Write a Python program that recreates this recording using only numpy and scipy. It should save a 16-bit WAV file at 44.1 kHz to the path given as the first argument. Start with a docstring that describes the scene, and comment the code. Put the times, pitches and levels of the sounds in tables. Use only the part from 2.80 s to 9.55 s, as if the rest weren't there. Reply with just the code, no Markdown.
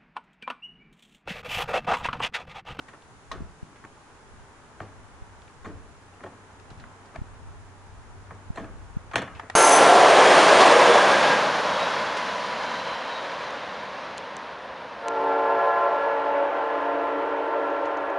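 """Horse at a stall latch

Outdoors at a barn, the stereo microphone facing a wooden stall door. A horse works at the latch until
the bolt lets go with a bang: planks knock and rattle, the stall booms behind them, the latch clacks
and ticks. Around it lie a soft wash of air and a far engine that swells and fades, while wind gusts
and buffets right on the two microphone ports."""
import sys
import numpy as np
from scipy import signal
from scipy.fft import rfft, irfft
from scipy.io import wavfile
from scipy.ndimage import uniform_filter1d

SR = 44100
rng = np.random.default_rng(int(sys.argv[2]) if len(sys.argv) > 2 else 0)


def to_wav(s):
    """Save 16-bit WAV."""
    ch = np.atleast_2d(s).T  # columns
    pcm = np.round(np.clip(ch, -1, 1) * 32767)  # PCM
    wavfile.write(sys.argv[1], SR, pcm.astype(np.int16))


N = 297763
T = np.arange(SR * 3 // 4) / SR  # time within one struck sound

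# colour of a blow on the door: f/Hz, gain/dB
WOOD_COLOUR = [(40, -32), (100, -1.5), (400, 0), (680, 2.5), (870, 0), (985, -3.5), (1090, 4), (1230, 3),
               (1420, 2), (1560, 4), (1950, -2), (2100, -1), (2800, -8), (3550, -11.5), (3850, -17),
               (4100, -14), (4450, -15), (4800, -38), (5400, -30), (6300, -20), (6900, -27), (7600, -22),
               (8100, -30), (10500, -35)]
# decay of the planks and of the stall behind them: f/Hz, t60/s
PLANK_DECAY = [(100, 0.024), (500, 0.072), (900, 0.086), (1500, 0.015), (3500, 0.023), (9000, 0.042)]
STALL_DECAY = [(100, 0.51), (300, 0.67), (1000, 0.57), (3000, 0.36), (9000, 0.017)]


def amp(db):
    """Decibels to gain."""
    return 10 ** (np.asarray(db) / 20)


def unit_rms(x):
    """Scales to an rms of one."""
    return x / np.sqrt(np.mean(x ** 2) + 1e-20)


def unit_energy(x):
    """Scales to a mean energy of one per channel."""
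    return unit_rms(x) / np.sqrt(x.shape[-1])


def at_level(x, db):
    """Sets the level of the loudest few milliseconds."""
    power = uniform_filter1d((x ** 2).mean(0), size=260)
    return x * amp(db) / np.sqrt(power.max())


def lookup(points, hz):
    """Reads a table along a logarithmic frequency axis."""
    f, value = np.transpose(points)
    return np.interp(np.log(hz + 1), np.log(f + 1), value)


def fader(curve):
    """A level curve as a gain for every sample."""
    return amp(np.interp(np.arange(N) / SR, *np.transpose(curve)))


def swell(peak_s, width_s):
    """A bell of gain around its peak."""
    return np.exp(-((np.arange(N) / SR - peak_s) / width_s) ** 2)


def drift(hz):
    """Random motion of rms one, mostly slower than hz."""
    lowpass = np.exp(-(np.fft.rfftfreq(N, 1 / SR) / hz) ** 2)
    return unit_rms(irfft(rfft(rng.standard_normal(N)) * lowpass, N))


def add(mix, s, sound):
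    """Mixes a sound in at time s."""
    part = mix[:, max(round(s * SR), 0):][:, :sound.shape[-1]]
    part += sound[..., :part.shape[-1]]


def colour(x, points):
    """Minimum-phase filter through points of f/Hz, gain/dB."""
    size = 4096
    log_gain = np.log(amp(lookup(points, abs(np.fft.fftfreq(size, 1 / SR)))))
    taps = np.fft.ifft(np.exp(signal.hilbert(log_gain).conj())).real[:size // 2]
    return signal.fftconvolve(x, taps[None], axes=1)[:, :x.shape[-1]]


def stereo_noise(count, side_db):
    """Two channels of noise that share their middle."""
    mid, side = rng.standard_normal((2, count))
    side = side * amp(side_db)
    return unit_rms(np.array([mid + side, mid - side]))


def microphone_hiss(level_db=-62.5):
    """Steady self-noise, unrelated on the two ports."""
    # colour of the hiss: f/Hz, gain/dB
    spectrum = [(100, -25), (2500, 4), (4500, -0.5), (6400, 1), (7000, 2.5), (7600, -2), (9790, -3),
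                (10800, -7), (14000, -58), (22000, -83)]
    return amp(level_db) * unit_rms(colour(rng.standard_normal((2, N)), spectrum))


def outdoor_air(wash_db=0.5, breeze_db=-60):
    """A soft wash all around, with a restless low band as the breeze passes the barn."""
    # colour of the wash: f/Hz, gain/dB
    spectrum = [(130, -32), (220, -2), (272, -1), (325, -5), (415, -1), (530, -7), (575, -5), (645, -6),
                (864, -1.5), (1460, -6), (1580, -6), (2260, -15), (3500, -25), (6000, -42), (12000, -70)]
    # its slow rise and fall: t/s, relative level/dB
    levels = [(0.0, -54.5), (1.51, -55.5), (2.45, -52.5), (3.21, -54), (4.26, -51), (5.19, -53), (6.3, -52)]
    # likeness of left and right: f/Hz, correlation/0-1
    likeness = [(100, .7), (400, .85), (800, .74), (1500, .45), (2500, .15), (4000, .03), (10000, .04)]
    shared = lookup(likeness, np.fft.rfftfreq(N, 1 / SR))
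    left, unrelated = rfft(rng.standard_normal((2, N)))
    right = shared * left + np.sqrt(1 - shared ** 2) * unrelated
    wash = unit_rms(colour(irfft(np.array([left, right]), N), spectrum))
    breeze = stereo_noise(N, side_db=-43)
    breeze = colour(breeze, [(70, 6.5), (150, 10), (400, -9), (900, -6.5), (3000, -31.5)])
    breeze = unit_rms(breeze * amp(0.17 * drift(hz=38)))
    return wash * fader(levels) * amp(wash_db + 0.67 * drift(hz=0.6)) + amp(breeze_db) * breeze


def far_engine(firing_hz=95.8, waver=0.0374, flutter_db=3.5):
    """The uneven firing note of an engine in the distance swells and drops away."""
    # the engine at the microphone: t/s, level/dB
    levels = [(0, -72), (3.2, -61), (4.75, -56.5), (5.1, -51), (5.4, -53), (5.52, -45.5), (5.56, -46.5),
              (5.62, -47.5), (5.68, -41), (5.71, -57), (6.75, -53)]
    turns = np.cumsum(firing_hz * (1 + waver * drift(hz=9.84))) / SR
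    note = np.sin(2 * np.pi * turns) * amp(flutter_db * drift(hz=22))
    return unit_rms(note) * fader(levels)


def wind_gusts(draught_db=-61.5, gust_db=7.5, lumpy_db=2, left_db=0.5):
    """Gusts rise out of a light draught and rumble on the two ports."""
    # gusts on the microphone: peak t/s, half width/s, relative level/dB
    gusts = [(.6, 0.096, -47), (1.58, 0.06, -57), (2.25, 0.4, -61), (2.97, 0.13, -54), (3.98, 0.095, -55),
             (4.68, 0.22, -53.5), (5.33, 0.21, -56), (6.0, 0.21, -49), (6.55, 0.045, -53.5)]
    # colour of wind on the ports: f/Hz, gain/dB
    spectrum = [(10, -6), (30, 4.5), (70, 5), (120, -0.5), (200, -14.5), (400, -30), (1000, -35),
                (4000, -61)]
    strength = amp(draught_db) + sum(amp(db + gust_db) * swell(s, width) for s, width, db in gusts)
    rumble = unit_rms(colour(stereo_noise(N, side_db=3), spectrum))
    return rumble * strength * amp(lumpy_db * drift(hz=6.7)) * amp([[left_db], [-left_db]])


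def wind_buffets(crossing_s=0.003):
    """An eddy sweeps the right port, then the left; its push on each pulls on the other."""
    # single eddies: t/s, level/dB, half width/s, pull on the other port/0-1
    eddies = [(0.606, -26, 0.0014, 0.1), (0.621, -25, 0.0028, 0.4), (0.83, -26, 0.0021, 0.52),
              (2.423, -28.5, 0.0046, 0.68), (4.389, -25, 0.0026, 0), (4.417, -21, 0.0025, 0.43),
              (5.704, -19.5, 0.0022, 0.67), (6.169, -17.5, 0.0019, 0.87)]
    out = np.zeros((2, N))
    port_delay = np.array([[crossing_s], [0]])
    for s, db, width, pull in eddies:
        passage = (np.arange(N) / SR - s - port_delay) / width
        push = (1 - passage ** 2) / (1 + passage ** 2) ** 2
        out += amp(db) * (push - pull * push[::-1])
    return out


def dense_ring(t60s):
    """Noise in which every band dies at its own speed; the bass is nearly mono."""
    # width of the door's sound between the ports: f/Hz, side/dB
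    spread = [(200, -26), (800, -24), (1300, -10), (2200, -13), (3500, -13), (5000, -6), (10000, -6)]
    hz, t, (mid, side) = signal.stft(rng.standard_normal((2, len(T))), SR, nperseg=256)
    side = side * amp(lookup(spread, hz))[:, None]
    bands = np.array([mid + side, mid - side]) * amp(-60 * t / lookup(t60s, hz)[:, None])
    return unit_energy(signal.istft(bands, SR, nperseg=256)[1][:, :len(T)])


def contact_tone(x, bass_db, treble_db):
    """A heavy push adds bass, a hard contact adds treble."""
    return colour(x, [(320, bass_db), (720, 0.011), (1850, 0), (3400, treble_db)])


def wood_rubs(slips_per_s=600, grit_db=-27):
    """Wood rubs on wood: uneven little slips shake the planks."""
    # pushes of the muzzle: middle t/s, length/s, level/dB, treble/dB
    pushes = [(0.092, 0.032, -49, 2), (0.142, 0.038, -46, -10), (1.047, 0.03, -40.5, -4),
              (2.856, 0.036, -40.5, 2), (3.44, 0.02, -40.5, -8), (3.464, 0.039, -52, 5),
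              (3.906, 0.015, -49.5, -4), (4.353, 0.03, -43, -6), (5.762, .03, -43, 5),
              (5.787, 0.06, -40.5, 2), (6.376, 0.049, -30.5, 6), (6.479, 0.16, -63, -4)]
    out = np.zeros((2, N))
    for s, length, db, treble_db in pushes:
        count = int(length * SR)
        slips = rng.standard_normal(count) * ((rng.random(count) < slips_per_s / SR) + amp(grit_db))
        rub = signal.fftconvolve((slips * np.hanning(count))[None], dense_ring(PLANK_DECAY), axes=1)
        rub = colour(rub, WOOD_COLOUR)
        rub = colour(rub, [(100, -1.5), (650, -9.5), (1300, -8.5), (2800, -12), (5000, -7.5)])
        add(out, s - length / 2, at_level(contact_tone(rub, 0, treble_db), db))
    return out


def hardware_ticks(stall_db=-12):
    """Loose metal touches lightly: a click and a brief ping at its own pitch."""
    # touches: t/s, level/dB, f/Hz, t60/s, ping/dB
    touches = [(0.083, -46, 1860, 0.11, -18), (0.1338, -47.5, 1470, 0.026, -12),
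               (0.222, -56, 3600, 0.047, -10), (0.5162, -37.5, 3940, 0.04, -6),
               (0.9588, -51, 1980, 0.12, -19), (2.619, -53, 3900, 0.018, -14),
               (2.6787, -52, 2370, 0.038, -15), (3.338, -59.5, 2750, 0.038, 10),
               (3.798, -54, 3380, 0.023, -21), (3.9029, -52, 3980, 0.075, -9), (3.999, -52, 4000, 0.06, -8),
               (4.257, -58, 4830, 0.037, -9), (4.3592, -44, 2300, 0.019, 0), (6.313, -42, 1440, 0.072, -17),
               (6.55, -48, 2610, 0.22, -9)]
    out = np.zeros((2, N))
    for s, db, hz, t60, ping_db in touches:
        fade = amp(-60 * T / t60)
        click = unit_energy(stereo_noise(len(T), side_db=-6) * fade)
        click += amp(stall_db) * dense_ring(STALL_DECAY)
        peak = [(hz / 8, -14), (hz / 2, -3), (hz, 0), (hz * 1.25, -5), (hz * 2, -14), (20000, -50)]
        ping = amp(ping_db) * unit_energy(np.sin(2 * np.pi * hz * T) * fade)
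        add(out, s, at_level(unit_energy(colour(click, peak)) + ping, db))
    return out


def latch_clacks(chatter_t60=0.021, ring_t60=0.032, high_db=-5, stall_db=-17):
    """A brief chatter of hard parts sets two short modes ringing."""
    # dry hollow clacks: t/s, level/dB, low f/Hz, high f/Hz, treble/dB, low mode/dB, rise/s
    clacks = [(0.5144, -30, 1087, 1690, 0, 5, .001), (4.039, -41, 1070, 1500, 5, -3, .0004),
              (4.3587, -35, 665, 1737, 10, 3, 0.0017), (6.5954, -31, 874, 1240, 5.5, -7, 0.0022),
              (6.599, -39, 917, 1110, -1, -12, 0.0013), (6.6989, -29, 770, 1890, 13.5, -3, 0.00065)]
    # colour of the latch: f/Hz, gain/dB
    spectrum = [(60, -24), (400, -5.5), (680, 3), (1000, 2.5), (1900, 2), (2700, -14), (4200, -24.5),
                (5000, -27.5), (10000, -37)]
    out = np.zeros((2, N))
    for s, db, low_hz, high_hz, treble_db, low_db, rise in clacks:
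        chatter = unit_energy(stereo_noise(len(T), side_db=-4.5) * amp(-60 * T / chatter_t60))
        chatter += amp(stall_db) * dense_ring(STALL_DECAY)
        clack = unit_energy(contact_tone(colour(chatter, spectrum), 0, treble_db))
        for hz, ring_db in (low_hz, low_db), (high_hz, high_db):
            clack += amp(ring_db) * unit_energy(np.sin(2 * np.pi * hz * T) * amp(-60 * T / ring_t60))
        add(out, s, at_level(clack * (1 - np.exp(-T / rise)), db))
    return out


def bolt_rattles(hits_per_s=900, ring_t60=0.081, clatter_db=-5):
    """A hard blow leaves bolt and hinges chattering: a dying shower of tiny metal hits."""
    # showers of hits: t/s, level/dB, t60/s
    showers = [(0.521, -54, 0.19), (5.772, -64, 0.2), (6.359, -41, 0.29)]
    # modes of the bolt: f/Hz, relative level/dB
    modes = [(3480, 12), (5530, 5), (6150, -1), (6400, 5), (7600, -8)]
    out = np.zeros((2, N))
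    ring = unit_energy(sum(amp(db - 60 * T / ring_t60) * np.sin(2 * np.pi * hz * T) for hz, db in modes))
    for s, db, t60 in showers:
        hits = stereo_noise(len(T), side_db=-10) * amp(-60 * T / t60)
        hits *= rng.random(len(T)) < hits_per_s / SR
        clatter = unit_energy(colour(hits, [(1500, -44), (4000, -2), (6000, -8), (10500, -10)]))
        ringing = unit_energy(signal.fftconvolve(hits, ring[None], axes=1)[:, :len(T)])
        add(out, s, at_level(ringing + amp(clatter_db) * clatter, db))
    return out


def low_thuds(rise_s=0.0021, overtone=1.3, overtone_db=-7, boom_db=-7):
    """Low hollow thuds: the door panel swinging, and two early bumps of wind on the microphone."""
    # thuds (wind at 0.603 and 0.826 s): t/s, level/dB, f/Hz, t60/s
    thuds = [(0.553, -43, 380, 0.077), (0.603, -42, 163, 0.13), (0.826, -45, 174, 0.059),
             (2.011, -38.5, 104, 0.13), (2.013, -47, 208, 0.13), (2.865, -40.5, 101.5, 0.14),
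             (2.874, -41, 314, 0.17), (3.446, -46, 370, .13), (3.915, -43, 141, 0.096),
             (3.974, -42.5, 115, 0.091), (4.361, -45.5, 165, 0.18), (5.807, -37.5, 220, 0.07),
             (5.826, -44.5, 302.5, 0.38), (6.372, -33, 135, 0.047), (6.398, -34.5, 195.5, 0.081)]
    out = np.zeros((2, N))
    for s, db, hz, t60 in thuds:
        notes = np.sin(2 * np.pi * hz * T) + amp(overtone_db) * np.sin(2 * np.pi * hz * overtone * T)
        peak = [(hz / 3, -20), (hz, 0), (hz * overtone, -2), (hz * 4, -30)]
        boom = unit_energy(colour(dense_ring(STALL_DECAY), peak))
        thud = unit_energy(notes * amp(-60 * T / t60)) + amp(boom_db) * boom
        add(out, s, at_level(thud * (1 - np.exp(-T / rise_s)), db))
    return out


def bending_lag(x, lag_s=0.01674, corner_hz=260):
    """Bending waves are slow in the bass, so the boom of the door trails its crack."""
    hz = np.fft.rfftfreq(2 * len(T), 1 / SR)
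    turns = lag_s * corner_hz * np.arctan(hz / corner_hz)
    return irfft(rfft(x, 2 * len(T)) * np.exp(-2j * np.pi * turns))[:, :len(T)]


def door_ring(spot_hz, favour_db=4):
    """The door rings; modes that move most at the struck spot are favoured."""
    # modes of the door: f/Hz, relative level/dB, t60/s
    modes = [(104.5, -0.5, 0.53), (182, -6.5, 0.61), (219.8, -8, 0.64), (284.7, -2.5, 0.57),
             (453, 2.5, 0.25), (536, -19, 0.36), (600, -7.5, 0.16), (656, -4, 0.39), (700, -1.5, 0.14),
             (846, -8, 0.37), (1104, -1.5, 0.17), (1219, -1.5, 0.11), (1273, -2.5, 0.14), (1484, -11, 0.12),
             (1562, -13, 0.16), (1735, 9.5, 0.06), (1850, 12, 0.068), (1954, -3.5, 0.12), (2246, -3, 0.14),
             (2404, 8, 0.094), (2890, 2.5, 0.25), (3170, 6.5, 0.13), (3250, 12, 0.052), (3510, 0.5, 0.11),
             (4100, -9, 0.22), (4280, -7, 0.26)]
    hz, db, t60 = np.transpose(modes)[:, :, None]
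    db = db + favour_db * np.exp(-(np.log(hz / spot_hz) / 0.21) ** 2)
    phase = rng.random((len(modes), 1))
    partials = amp(db - 60 * T / t60) * np.sin(2 * np.pi * (hz * T + phase))
    return unit_energy(partials.sum(0))


def door_knocks(crack_db=-4, stall_db=-5, spot_db=3.5, stall_rise_s=0.018):
    """The door bumps its frame and rebounds: a crack, plank clatter, door ring and stall boom."""
    # blows: t/s, level/dB, bass/dB, treble/dB, ring and boom/dB, rise/s, f/Hz the struck spot favours
    blows = [(0.5145, -35.5, 2, -9, -4, 0.0013, 1160), (0.537, -45, -13, -10, -11, 0.002, 1150),
             (2.0033, -32, 6, -6.5, -13.5, 0.00063, 810), (2.029, -43.5, 9, -6, -19, 0.0015, 900),
             (2.051, -57, 19, -16, -17, 0.001, 700), (2.855, -39, 9.5, -6, -6.5, 0.00046, 705),
             (2.891, -48.5, 8.5, -28, -6, 0.00087, 850), (3.406, -48, 10, -9, -7, 0.0003, 1100),
             (3.438, -40, 9, -2, -9.5, 0.00083, 720), (3.461, -39.5, -1, -21, -14.5, 0.0021, 760),
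             (5.508, -39.5, 10.5, -12, -11.5, 0.00045, 1320), (5.774, -32, -1, -7, -11.5, 0.0015, 700),
             (5.794, -44.5, 4.5, 1, -2, 0.002, 680), (5.8443, -42, 11, 0, -26, 0.00023, 1400),
             (6.335, -29, 5.5, 1, -10, 0.0023, 1410), (6.3573, -15.5, -1.5, 10, -11.5, 0.0001, 1700),
             (6.383, -31, -3, 1, -13, 0.001, 1800), (6.4184, -31, 4, 4.5, -34, 0.0012, 1500),
             (6.4266, -35, -3, -5, -18, 0.0006, 1100), (6.476, -41, -9, -4, -8, 0.0011, 1200),
             (6.627, -44, 8, -11, -16, 0.0032, 690)]
    out = np.zeros((2, N))
    for s, db, bass_db, treble_db, boom_db, rise, spot_hz in blows:
        stall = unit_energy(dense_ring(STALL_DECAY) * (1 - np.exp(-T / stall_rise_s)))
        blow = dense_ring(PLANK_DECAY) + amp(boom_db) * (door_ring(spot_hz) + amp(stall_db) * stall)
        blow *= 1 - np.exp(-T / rise)
        blow[:, 0] += amp(crack_db) * np.exp(-rise / 0.0021)  # only a sudden contact cracks
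        blow = colour(blow, [(spot_hz / 2, 0), (spot_hz, spot_db), (spot_hz * 2, 0)])
        blow = contact_tone(colour(blow, WOOD_COLOUR), bass_db, treble_db)
        add(out, s, at_level(bending_lag(blow), db))
    return out


def scene():
    """The door stands a touch left of the microphone's axis; air and wind surround it."""
    front = door_knocks() + low_thuds() + bolt_rattles()
    front += latch_clacks() + hardware_ticks() + wood_rubs()
    front *= amp([[0.3], [-0.3]])
    return front + outdoor_air() + microphone_hiss() + far_engine() + wind_gusts() + wind_buffets()


def record(dry):
    """The recorder's band limit cuts off the top treble."""
    lowpass = signal.firwin(511, cutoff=10930, window=("kaiser", 9), fs=SR)
    return signal.oaconvolve(dry, lowpass[None], "same")


dry = scene()
out = record(dry)
to_wav(out)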